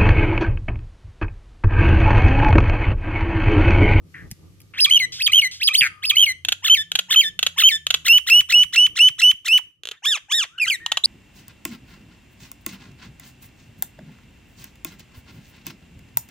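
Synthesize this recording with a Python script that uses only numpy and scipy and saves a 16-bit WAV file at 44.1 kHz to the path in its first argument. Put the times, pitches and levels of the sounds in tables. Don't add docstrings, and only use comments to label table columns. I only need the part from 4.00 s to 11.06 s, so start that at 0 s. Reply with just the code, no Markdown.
import sys
import numpy as np
from scipy import signal
from scipy.fft import rfft, irfft, next_fast_len
from scipy.io import wavfile
from scipy.ndimage import uniform_filter1d, minimum_filter1d, map_coordinates

SR = 44100
rng = np.random.default_rng(int(sys.argv[2]) if len(sys.argv) > 2 else 0)


def voltage_ratio(level):
    return 10 ** (np.asarray(level, float) / 20)


def to_wav(sig):
    pcm = np.clip(np.atleast_2d(sig), -1, 1) * 32767
    pcm = np.round(pcm).astype(np.int16)
    wavfile.write(sys.argv[1], SR, pcm.T)


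N = 311346
TIME = np.arange(N) / SR


def curve(hz, points):
    points_hz, points_db = np.array(points, float).T
    return np.interp(np.log(np.maximum(hz, 1)), np.log(points_hz), points_db)


def colour(x, points):
    size = next_fast_len(N, True)
    gain = voltage_ratio(curve(np.fft.rfftfreq(size, 1 / SR), points))
    return irfft(rfft(x, size) * gain, size)[..., :N]


def causal(points, size=1024):
    cepstrum = irfft(np.log(voltage_ratio(curve(np.fft.rfftfreq(size, 1 / SR), points))))
    cepstrum[1:size // 2] *= 2
    cepstrum[size // 2 + 1:] = 0
    return irfft(np.exp(rfft(cepstrum)))[:size // 2]


def unit(x):
    return x / np.sqrt(np.mean(x ** 2) + 1e-30)


def wobble(count, hz, channels=()):
    slow = signal.butter(4, hz, fs=SR, output="sos")
    noise = rng.standard_normal((*channels, count + 400))
    return unit(signal.sosfilt(slow, noise)[..., 400:])


def add(track, s, sound):
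    i = int(s * SR)
    track[i:i + len(sound)] += sound[:N - i]


# t/s, level/dB
GARDEN = [
    (0, -51),
    (.7, -54),
    (1.3, -58),
    (5.4, -62),
    (5.7, -76),
    (6.3, -68),
    (7.06, -59),
]
# f/Hz, level/dB
RUMBLE = [(15, -80.5), (25, -19), (91, -8.5), (172, -12), (226, -23), (318, -17.5), (692, -37.5),
          (1070, -41), (1200, -31), (1560, -60.5), (2640, -120)]
# f/Hz, level/dB
HISS = [(710, -41.5), (1200, -15), (2230, -11), (3740, -12.5), (5590, -12.5), (9820, -18.5), (12200, -14),
        (15300, -39), (16000, -34)]
HISS_DB, HISS_DUCK, HISS_RISE_S = -61, 1.25, .15


def garden():
    s, rumble_db = np.transpose(GARDEN)
    hiss_db = HISS_DB + HISS_DUCK * (rumble_db - rumble_db[0])
    middle, difference = colour(rng.standard_normal((2, N)), RUMBLE)
    low = middle + .65 * np.array([[1], [-1]]) * difference
    high = colour(rng.standard_normal((2, N)), HISS)
    rumble = unit(low) * voltage_ratio(np.interp(TIME, s, rumble_db) + 4.7 * wobble(N, 6.8))
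    hiss = unit(high) * voltage_ratio(np.interp(TIME, s, hiss_db))
    return rumble + hiss * np.minimum(1, 0.1 + TIME / HISS_RISE_S)


# start t/s, end t/s, f/Hz, level/dB
ENGINES = [
    (0, 1.7, 90, -54),
    (1.8, 2.85, 92, -53),
    (0, .9, 165, -58),
    (2.8, 4.2, 168, -56),
    (3.45, 4.7, 80, -56),
    (.9, 2.6, 135, -62),
]


def engines():
    out = np.zeros((2, N))
    side = np.array([[1], [-1]])
    for start, end, hz, db in ENGINES:
        gate = np.clip(np.minimum(TIME - start + 0.058, end - TIME) / 0.023, 0, 1)
        swell = gate * voltage_ratio(db + 2 * wobble(N, 4))
        phase = 2 * np.pi * np.cumsum(hz * (1 + 0.058 * wobble(N, 3))) / SR
        out += swell * np.sin(phase + 0.084 * side)
    return out


# t/s, length/s, level/dB, centre f/Hz, bandwidth/Hz
PUFFS = [
    (0.141, 0.078, -39, 1820, 520),
    (0.736, 0.086, -39, 2100, 1070),
    (1.12, 0.091, -32.5, 4450, 2870),
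    (1.511, 0.071, -35.5, 4600, 3150),
    (5.92, 0.038, -50, 2010, 1500),
    (6.171, 0.011, -29, 2440, 1980),
    (6.435, 0.017, -29, 2500, 2000),
]


def puffs():
    out = np.zeros(N)
    for s, length, db, hz, width in PUFFS:
        t = np.arange(int(1.8 * length * SR)) / SR
        band = [max(hz - width / 2, 300), hz + width / 2]
        air = signal.lfilter(*signal.butter(2, band, "band", fs=SR), rng.standard_normal(len(t)))
        add(out, s, voltage_ratio(db) * unit(air) * np.minimum(1, t / 0.0018) * np.exp(-(t / length) ** 2))
    return out


# t/s, peak level/dB
KNOCKS = [
    (0.302, -28.5),
    (1.397, -48.5),
    (1.799, -32.5),
    (4.398, -41),
    (4.639, -42),
    (4.867, -45.5),
    (5.09, -43),
    (5.322, -43.5),
]


def knocks():
    out = np.zeros(N)
    t = np.arange(1500) / SR
    for s, db in KNOCKS:
        add(out, s, voltage_ratio(db) * wobble(1500, 180) / 2 * np.sin(np.pi * t / t[-1]) ** 2)
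    return out


# t/s, level/dB
TICKS = [
    (0.306, -38),
    (0.313, -15.5),
    (0.603, -33),
    (0.616, -36),
]
# f/Hz, level/dB
FEATHER = [(300, -14.5), (1200, -22), (2600, -4), (3800, -15.5), (5400, -1), (7000, -13.5), (11000, -8),
           (15500, -12.5)]


def ticks():
    out = np.zeros(N)
    t = np.arange(1500) / SR
    for s, db in TICKS:
        burst = rng.standard_normal(1500) * np.exp(-t / 0.0037)
        add(out, s, voltage_ratio(db) * np.convolve(burst, causal(FEATHER)))
    return out


# f/Hz, level/dB
TRACT = [(700, -19.5), (1780, -21), (2150, -17), (3000, -2), (3600, -7.5), (4300, -14), (6000, -14.5),
         (15000, -27.5)]
# f/Hz, level/dB
UPPER = [(3000, -67), (6000, 2.5), (9000, -6), (12000, -2.5), (15500, -1)]
BEAM_HZ, EFFORT_TILT = 4860, 0.04
WANDER, WANDER_HZ = .004, 50


def syllable(shape, stretch, pitch, facing_db, rough, second_db, third_db, flutter=None):
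    s, hz, level_db = np.transpose(shape)
    t = np.arange(int((s[-1] * stretch + 0.0026) * SR)) / SR
    count = len(t)
    f0 = uniform_filter1d(np.interp(t, s * stretch, hz * pitch), 60)
    level_db = uniform_filter1d(np.interp(t, s * stretch, level_db), 60)

    membrane_db = enumerate((0, second_db, third_db), start=1)
    share = np.array([db + curve(k * f0, TRACT) for k, db in membrane_db])
    smooth = level_db + share - 10 * np.log10((voltage_ratio(share) ** 2).sum(axis=0))
    slide = np.minimum(1, abs(np.gradient(np.log(f0))) * SR / 60)

    pulse = 1
    if flutter:
        flutter_hz, peak_s, depth, swing, lasts, dies, hurry = flutter
        since = t - peak_s * stretch
        beat = 2 * np.pi * (flutter_hz + hurry * since) * since
        fade = np.clip((lasts - t / t[-1]) / dies, 0, 1)
        f0 = f0 * (1 + swing * fade * np.cos(beat + 0.3))
        pulse = 1 + depth * fade * (np.cos(beat) - .5)
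    jitter = 0.14 * rough * wobble(count, 800) + WANDER * wobble(count, WANDER_HZ)
    phase = 2 * np.pi * np.cumsum(f0 * (1 + jitter)) / SR

    tone = 0
    waver, grain, slip, drift = (wobble(count, rate_hz, (13,)) for rate_hz in (390, 250, 700, 45))
    for k in range(1, 13):
        if k < 4:
            db = smooth[k - 1]
        else:
            db = smooth[2] + curve(k * f0, UPPER) - 4.7 * (k - 4)
        tilt_db = facing_db + EFFORT_TILT * (level_db - level_db.max())
        db = db + tilt_db * np.log2(np.maximum(1, k * f0 / BEAM_HZ))
        weak = np.clip((level_db - db - 6) / 20, 0, 1)
        shimmer = 1 + 0.1 * weak * waver[k]
        blur = .45 * weak * grain[k] + (k > 3) * 1.6 * slide * slip[k]
        patch = voltage_ratio(2.5 * (k > 2) * drift[k])
        audible = k * f0 < 16000
        tone = tone + voltage_ratio(db) * shimmer * patch * audible * np.sin(k * phase + k * k + blur)

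    fray = 1 + rough * wobble(count, 130) + 0.11 * rough * wobble(count, 1200)
    hiss = np.diff(rng.standard_normal(count + 1))
    air = hiss * voltage_ratio(level_db - 13.0 + facing_db) * (slide ** 2 + 0.005)
    edge = np.minimum(1, np.minimum(t, t[-1] - t) / .001)
    return (np.sqrt(2) * tone * fray + air) * edge * pulse


def lead_in(notes, lead_s, stretch, db, step_db):
    return [(s - lead_s, stretch, 1, db + k * step_db) for k, (s, *_) in enumerate(notes)]


# t/s, f/Hz, level/dB
RISE = [(0, 1450, -46), (.012, 1750, -31), (.024, 2700, -21), (.032, 2700, -17), (.04, 5010, -22),
        (.073, 5020, -19), (.082, 3150, -8), (.088, 3400, -9), (.092, 1800, -22)]
# t/s, f/Hz, level/dB
LOW = [(0, 1290, -21), (.009, 1149, -32), (.022, 1250, -25.5), (.03, 1290, -34)]
# t/s, f/Hz, level/dB
TRILL = [(0, 1950, -30), (.012, 2250, -20), (.016, 2980, -7), (.021, 3060, -7), (.045, 3200, -9.5),
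         (.063, 3200, -8.5), (.07, 3050, -8), (.083, 2880, -9), (.09, 2850, -32)]
# t/s, f/Hz, level/dB
FALL = [(0, 4670, -30), (.013, 2184, -18), (.045, 1948, -18.5), (.068, 1962, -21.5), (.077, 1760, -48)]
# t/s, f/Hz, level/dB
SWOOP = [(0, 1820, -28), (.014, 2330, -17), (.02, 3125, -2.5), (.026, 3510, -15.5), (.036, 4500, -23.5),
         (.058, 5070, -11), (.073, 4860, -20)]
# t/s, f/Hz, level/dB
RATTLE = [(0, 3500, -22), (.003, 2900, -5), (.012, 2500, -9), (.025, 2200, -13), (.07, 1950, -19),
          (.086, 1900, -36)]
# t/s, f/Hz, level/dB
WARBLE = [(0, 835, -53), (.02, 1120, -30), (.026, 1770, -18), (.036, 1774, -17.5), (.042, 1370, -18),
          (.047, 2194, -25), (.054, 2010, -20.5), (.062, 1348, -18), (.072, 1187, -34.5)]
# t/s, f/Hz, level/dB
PIPE = [(0, 2780, -15), (.003, 3108, -8), (.051, 3177, -7), (.058, 2360, -20), (.071, 2196, -25),
        (.081, 1824, -21), (.103, 1762, -20), (.128, 1806, -24), (.14, 1660, -43)]
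# t/s, f/Hz, level/dB
HOOK = [(0, 950, -56), (.013, 1800, -32), (.022, 2120, -29), (.03, 1420, -30), (.037, 1340, -31),
        (.042, 2300, -26)]
# t/s, f/Hz, level/dB
WHISTLE = [(0, 2590, -14.5), (.011, 2650, -13), (.016, 2730, -6.5), (.031, 2790, -6), (.035, 2925, -8),
           (.09, 2985, -9.5), (.099, 3130, -12), (.103, 1900, -27), (.112, 1050, -42)]
# t/s, f/Hz, level/dB
TIRED = [(0, 2520, -18.5), (.022, 2640, -17.5), (.035, 2730, -13), (.042, 2800, -11), (.046, 2970, -10),
         (.083, 2950, -10), (.091, 3080, -13), (.097, 1886, -28), (.109, 908, -38)]
# t/s, f/Hz, level/dB
SIGH = [(0, 1214, -69), (.015, 1610, -60), (.03, 1900, -55), (.04, 1790, -64)]
# t/s, f/Hz, level/dB
ARCH = [(0, 714.5, -55.5), (.032, 1207, -22.5), (.036, 1620, -17), (.057, 1796, -17), (.077, 1856, -21),
        (.102, 1678, -16), (.139, 1091, -26.5), (.147, 720, -42.5), (.158, 432, -59)]
# t/s, f/Hz, level/dB
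CHIP = [(0, 1555, -51), (.004, 1380, -31.5), (.01, 1520, -24.5), (.018, 1550, -52)]
# t/s, f/Hz, level/dB
TUMBLE = [(0, 2790, -24), (.006, 2660, -18), (.014, 2734, -24.5), (.018, 2515, -15.5), (.042, 2417, -17),
          (.05, 2220, -26.5), (.062, 1970, -25)]
# t/s, f/Hz, level/dB
DIP = [(0, 1524, -27), (.01, 1262, -26), (.018, 1615, -16), (.03, 1542, -25.5)]
# t/s, f/Hz, level/dB
SLIDE = [(0, 3900, -39), (.003, 3210, -13), (.014, 2444, -18), (.042, 2050, -23.5), (.062, 1860, -28.5),
         (.069, 1803, -51)]
# t/s, f/Hz, level/dB
PEEP = [(0, 3530, -22), (.011, 4200, -4.5), (.014, 4470, -26.5), (.016, 5200, -18), (.022, 4650, -8.5)]
# t/s, f/Hz, level/dB
MURMUR = [(0, 1292, -54), (.03, 1237, -53), (.15, 1220, -53), (.25, 1230, -63)]
# t/s, f/Hz, level/dB
DRONE = [(0, 1095, -80), (.06, 1396, -60), (.13, 1720, -47)]
# t/s, f/Hz, level/dB
HUM = [(0, 1730, -52), (.02, 1830, -41), (.17, 1900, -43)]
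# t/s, stretch, pitch factor, level/dB, extra level/dB on the high plateau
RISE_AT = [
    (.769, 1, 1, 1, 8),
    (1.187, 1, .957, 0, 0),
    (1.598, 1, .985, 0, 2),
    (2.021, 1, .975, 0, -3),
]
# t/s, stretch, pitch factor, level/dB
LOW_AT = [
    (0.864, 0.99, 0.97, 2.5),
    (1.283, 0.84, 0.99, 2.5),
    (1.689, 1.3, 1.0, 4),
    (2.116, 1.05, 1, 1.5),
]
# t/s, stretch, pitch factor, level/dB
TRILL_AT = [
    (0.894, 1, 1, 0),
    (1.316, 1, .99, 1),
    (2.15, 1.134, 1, 0),
]
# t/s, stretch, pitch factor, level/dB
FALL_AT = [
    (0.99, 0.92, 1.02, -0.24),
    (1.41, 0.96, 1.037, -0.035),
    (2.254, 0.99, 1.04, -1.5),
]
# t/s, stretch, pitch factor, level/dB
PIPE_AT = [
    (2.697, 0.97, 0.987, -0.84),
    (3.159, 1.0, 0.99, -1.5),
    (3.635, 1.027, 0.99, 1.0),
]
# t/s, stretch, pitch factor, level/dB, lateness/s of the step up in pitch
WHISTLE_AT = [
    (4.085, 0.96, 1, 1, .011),
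    (4.302, 1.044, .99, 0.5, 0),
    (4.526, 1.074, .995, -0.5, -0.012),
    (4.763, 1.02, 1, -1.5, -0.008),
    (4.992, 0.94, 1.012, 0, -.007),
    (5.22, 0.93, 1.01, -0.5, -0.011),
]
# t/s, stretch, pitch factor, level/dB
TIRED_AT = [
    (5.485, 1, 1, 0),
]
# t/s, stretch, pitch factor, level/dB
ARCH_AT = [
    (6.022, 1.02, 1.0, 0.013),
    (6.284, 1.098, 1.02, 0.0),
]
# f/Hz, first peak t/s, depth, pitch swing share, share it lasts, share it dies over, speed-up/(Hz/s)
TRILL_FLUTTER = (80, 0.0195, 0.48, -0.012, 0.76, .08, 200)
RATTLE_FLUTTER = (128, .004, .45, .24, 1.3, .36, 0)
# gesture, times, roughness 0-1, second and third partial at the membrane level/dB, any flutter
SONG = [(RISE, RISE_AT, 0.12, -6.5, -17), (LOW, LOW_AT, 0.056, 7.4, -18.5),
        (TRILL, TRILL_AT, 0.078, -6, -7.5, TRILL_FLUTTER), (FALL, FALL_AT, 0.061, -14, -19.5),
        (SWOOP, [(1.733, 1, 0.96, 0)], 0.087, 0, -5), (RATTLE, [(1.807, 0.9, 0.92, 0.0067)],
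        0.17, -27, -25.5, RATTLE_FLUTTER), (WARBLE, lead_in(PIPE_AT, 0.074, 1.0, 1.0, 1.6),
        0.13, -0.73, -9.5), (PIPE, PIPE_AT, 0.0096, -6, -13.5),
        (HOOK, lead_in(WHISTLE_AT + TIRED_AT, 0.039, 0.91, 10.6, -0.84), 0.13, -4.5, -8.5),
        (WHISTLE, WHISTLE_AT, .02, -9.5, -10.5), (TIRED, TIRED_AT, 0.015, -11.5, -14),
        (SIGH, [(5.925, .7, 1, 0), (5.948, 1, 0.97, 0)], 0.18, -11.5, -40), (ARCH, ARCH_AT, 0.059, 1, -6.5),
        (CHIP, [(6.578, 1, 0.99, 0)], 0.054, -6.5, -21), (TUMBLE, [(6.598, 0.99, 1, 0.018)],
        0.057, -15, -19), (DIP, [(6.665, 1, 1, 0)], .05, -4.5, -11), (SLIDE, [(6.697, 0.99, 1, 0)],
        0.058, -12.5, -17), (PEEP, [(7.037, 0.9, 1, 0.0037)], 0.21, -12.5, -48),
        (MURMUR, [(1.9, 0.9, 1, 0.012)], 0.27, -26, -69), (DRONE, [(6.47, 1, 0.97, 0.0053)],
        0.29, -34, -48), (HUM, [(6.8, 1, 1, 0)], 0.2, -34, -44)]
# t/s, slope above BEAM_HZ/(dB per octave)
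FACING = [
    (.7, -2),
    (2.5, 2),
    (4.2, 4.5),
    (5.2, 1.5),
    (7, 8.5),
]


def song():
    out = np.zeros(N)
    rises = SONG[0]
    for entry in SONG:
        shape, times, *voice = entry
        for s, stretch, pitch, db, *own in times:
            late, lean_db = (0, sum(own)) if entry is rises else (sum(own), 0)
            moved = []
            for at, hz, level_db in shape:
                shift = late * (.025 < at < .05)
                moved.append((at + shift, hz, level_db + lean_db * (hz > 4500)))
            facing_db = np.interp(s, *np.transpose(FACING))
            add(out, s, voltage_ratio(db) * syllable(moved, stretch, pitch, facing_db, *voice))
    return out


# t/s, gap/s, peak level/dB
TRIPLES = [
    (2.4499, 0.036, -6.5),
    (2.918, 0.036, -5.5),
    (3.3917, .0368, -4),
    (3.868, 0.0369, -2.5),
]
# level/dB, length/ms
BUILD = [
    (-1, 2),
    (1.7, 6.2),
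    (3, 6),
]
# t/s, peak level/dB, length/ms
SNAPS = [(s + k * gap, db + step_db, ms) for s, gap, db in TRIPLES for k, (step_db, ms) in enumerate(BUILD)]
# t/s, peak level/dB, length/ms
LAZY_SNAPS = [
    (5.8355, -20, 1),
    (5.855, -14.5, 1.2),
    (5.873, -15, 1.8),
    (5.889, -13, 2.1),
    (5.9135, -17, 7),
]
# t/s, peak level/dB, length/ms
DEEP_SNAPS = [
    (6.863, -5.5, 1.2),
    (6.919, -3.5, 4.8),
    (6.972, -5.5, 4.76),
]
# snaps, slip rate f/Hz, open-throat resonance f/Hz, its level/dB
SNAP_RUNS = [
    (SNAPS, 700, 700, 1),
    (LAZY_SNAPS, 330, 500, 10),
    (DEEP_SNAPS, 900, 900, 15),
]
# f/Hz, level/dB
THROAT = [(200, -40.5), (450, -24.5), (900, -32), (1430, -18.5), (2210, -23.5), (2700, -8.5), (3100, -5),
          (3700, -8.5), (5250, -26.5), (6740, -16), (9090, -37.5), (10900, -25), (16000, -43.5)]


def snaps():
    out = np.zeros(N)
    for run, rate_hz, open_hz, open_db in SNAP_RUNS:
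        opened = []
        for hz, db in THROAT:
            opened.append((hz, db + open_db * np.exp(-(np.log(hz / open_hz) / 0.23) ** 2)))
        throat = causal(opened)
        for s, db, ms in run:
            spacing, strength = rng.standard_normal((2, 24))
            at = np.cumsum(np.exp(0.23 * spacing)) / rate_hz
            at = at - at[0]
            after = at - ms / 1000
            fade = np.where(after < 0, 1, 0.48 * np.exp(-after / 0.0038))
            size = voltage_ratio(0.5 * strength - 140 * at) * fade
            slips = np.zeros(4096)
            np.add.at(slips, np.clip(at * SR, 0, 4095).astype(int), size)
            ring = np.convolve(slips, throat)
            add(out, s - .0004, voltage_ratio(db) * ring / abs(ring).max())
    return out


EARLY_DB, EARLY_T60_S = -25, .06
WALLS_DB, WALLS_T60_S = -31.5, 0.32


def walls(x):
    t = np.arange(int(.5 * SR)) / SR
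    early = voltage_ratio(EARLY_DB) * unit(np.exp(-np.log(1000) * t / EARLY_T60_S) * (t > .002))
    late = voltage_ratio(WALLS_DB) * unit(np.exp(-np.log(1000) * t / WALLS_T60_S) * (t > .015))
    echo = rng.standard_normal((2, len(t))) * (early + late) / np.sqrt(len(t))
    wet = signal.fftconvolve(x[None], echo)[:, :N]
    return colour(wet, [(300, 5), (1500, 13.5), (4000, 5.5), (9000, 10), (16000, 0.5)])


# t/s, lag/samples
PORT_LAG = [
    (0, 5.23),
    (4, 3.96),
    (5.5, 2.15),
    (7.06, 2.82),
]
# f/Hz, left minus right level/dB, left lead beyond the lag/rad
PORTS = [(200, 0, 0), (700, 1.5, -.1), (1290, 8, .6), (1750, 4.5, -.1), (2330, -1, -1.2), (3190, -2, -1),
         (3700, -2, -.2), (5000, -1, -.1), (8870, 2, -1.5), (15000, 2.5, -2.5)]


def scene():
    bird = song() + snaps() + puffs() + knocks() + ticks()
    hz, tilt_db, lead = np.transpose(PORTS)
    lag = np.interp(TIME, *np.transpose(PORT_LAG))
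    late = map_coordinates(bird, [np.arange(N) - lag], order=3)
    turn = np.exp(-1j * curve(np.fft.rfftfreq(N, 1 / SR), np.transpose([hz, lead])))
    left = colour(bird, np.transpose([hz, tilt_db / 2]))
    right = colour(irfft(rfft(late) * turn, N), np.transpose([hz, -tilt_db / 2]))
    return np.array([left, right]) + walls(bird) + garden() + engines()


def top_cut(x):
    return signal.sosfilt(signal.butter(12, 16790, fs=SR, output="sos"), x)


LIMIT_DB, LIMIT_RATIO = -3.5, 4.0


def record(dry):
    peak = -minimum_filter1d(-abs(dry).max(0), 301)
    gain = np.minimum(1, voltage_ratio(LIMIT_DB) / (peak + 1e-9)) ** (1 - 1 / LIMIT_RATIO)
    heard = colour(dry, [(28, -9), (50, 0), (15700, 0), (16300, -22), (16900, -60)])
    return top_cut(heard * uniform_filter1d(gain, 301))


dry = scene()
out = record(dry)
to_wav(out)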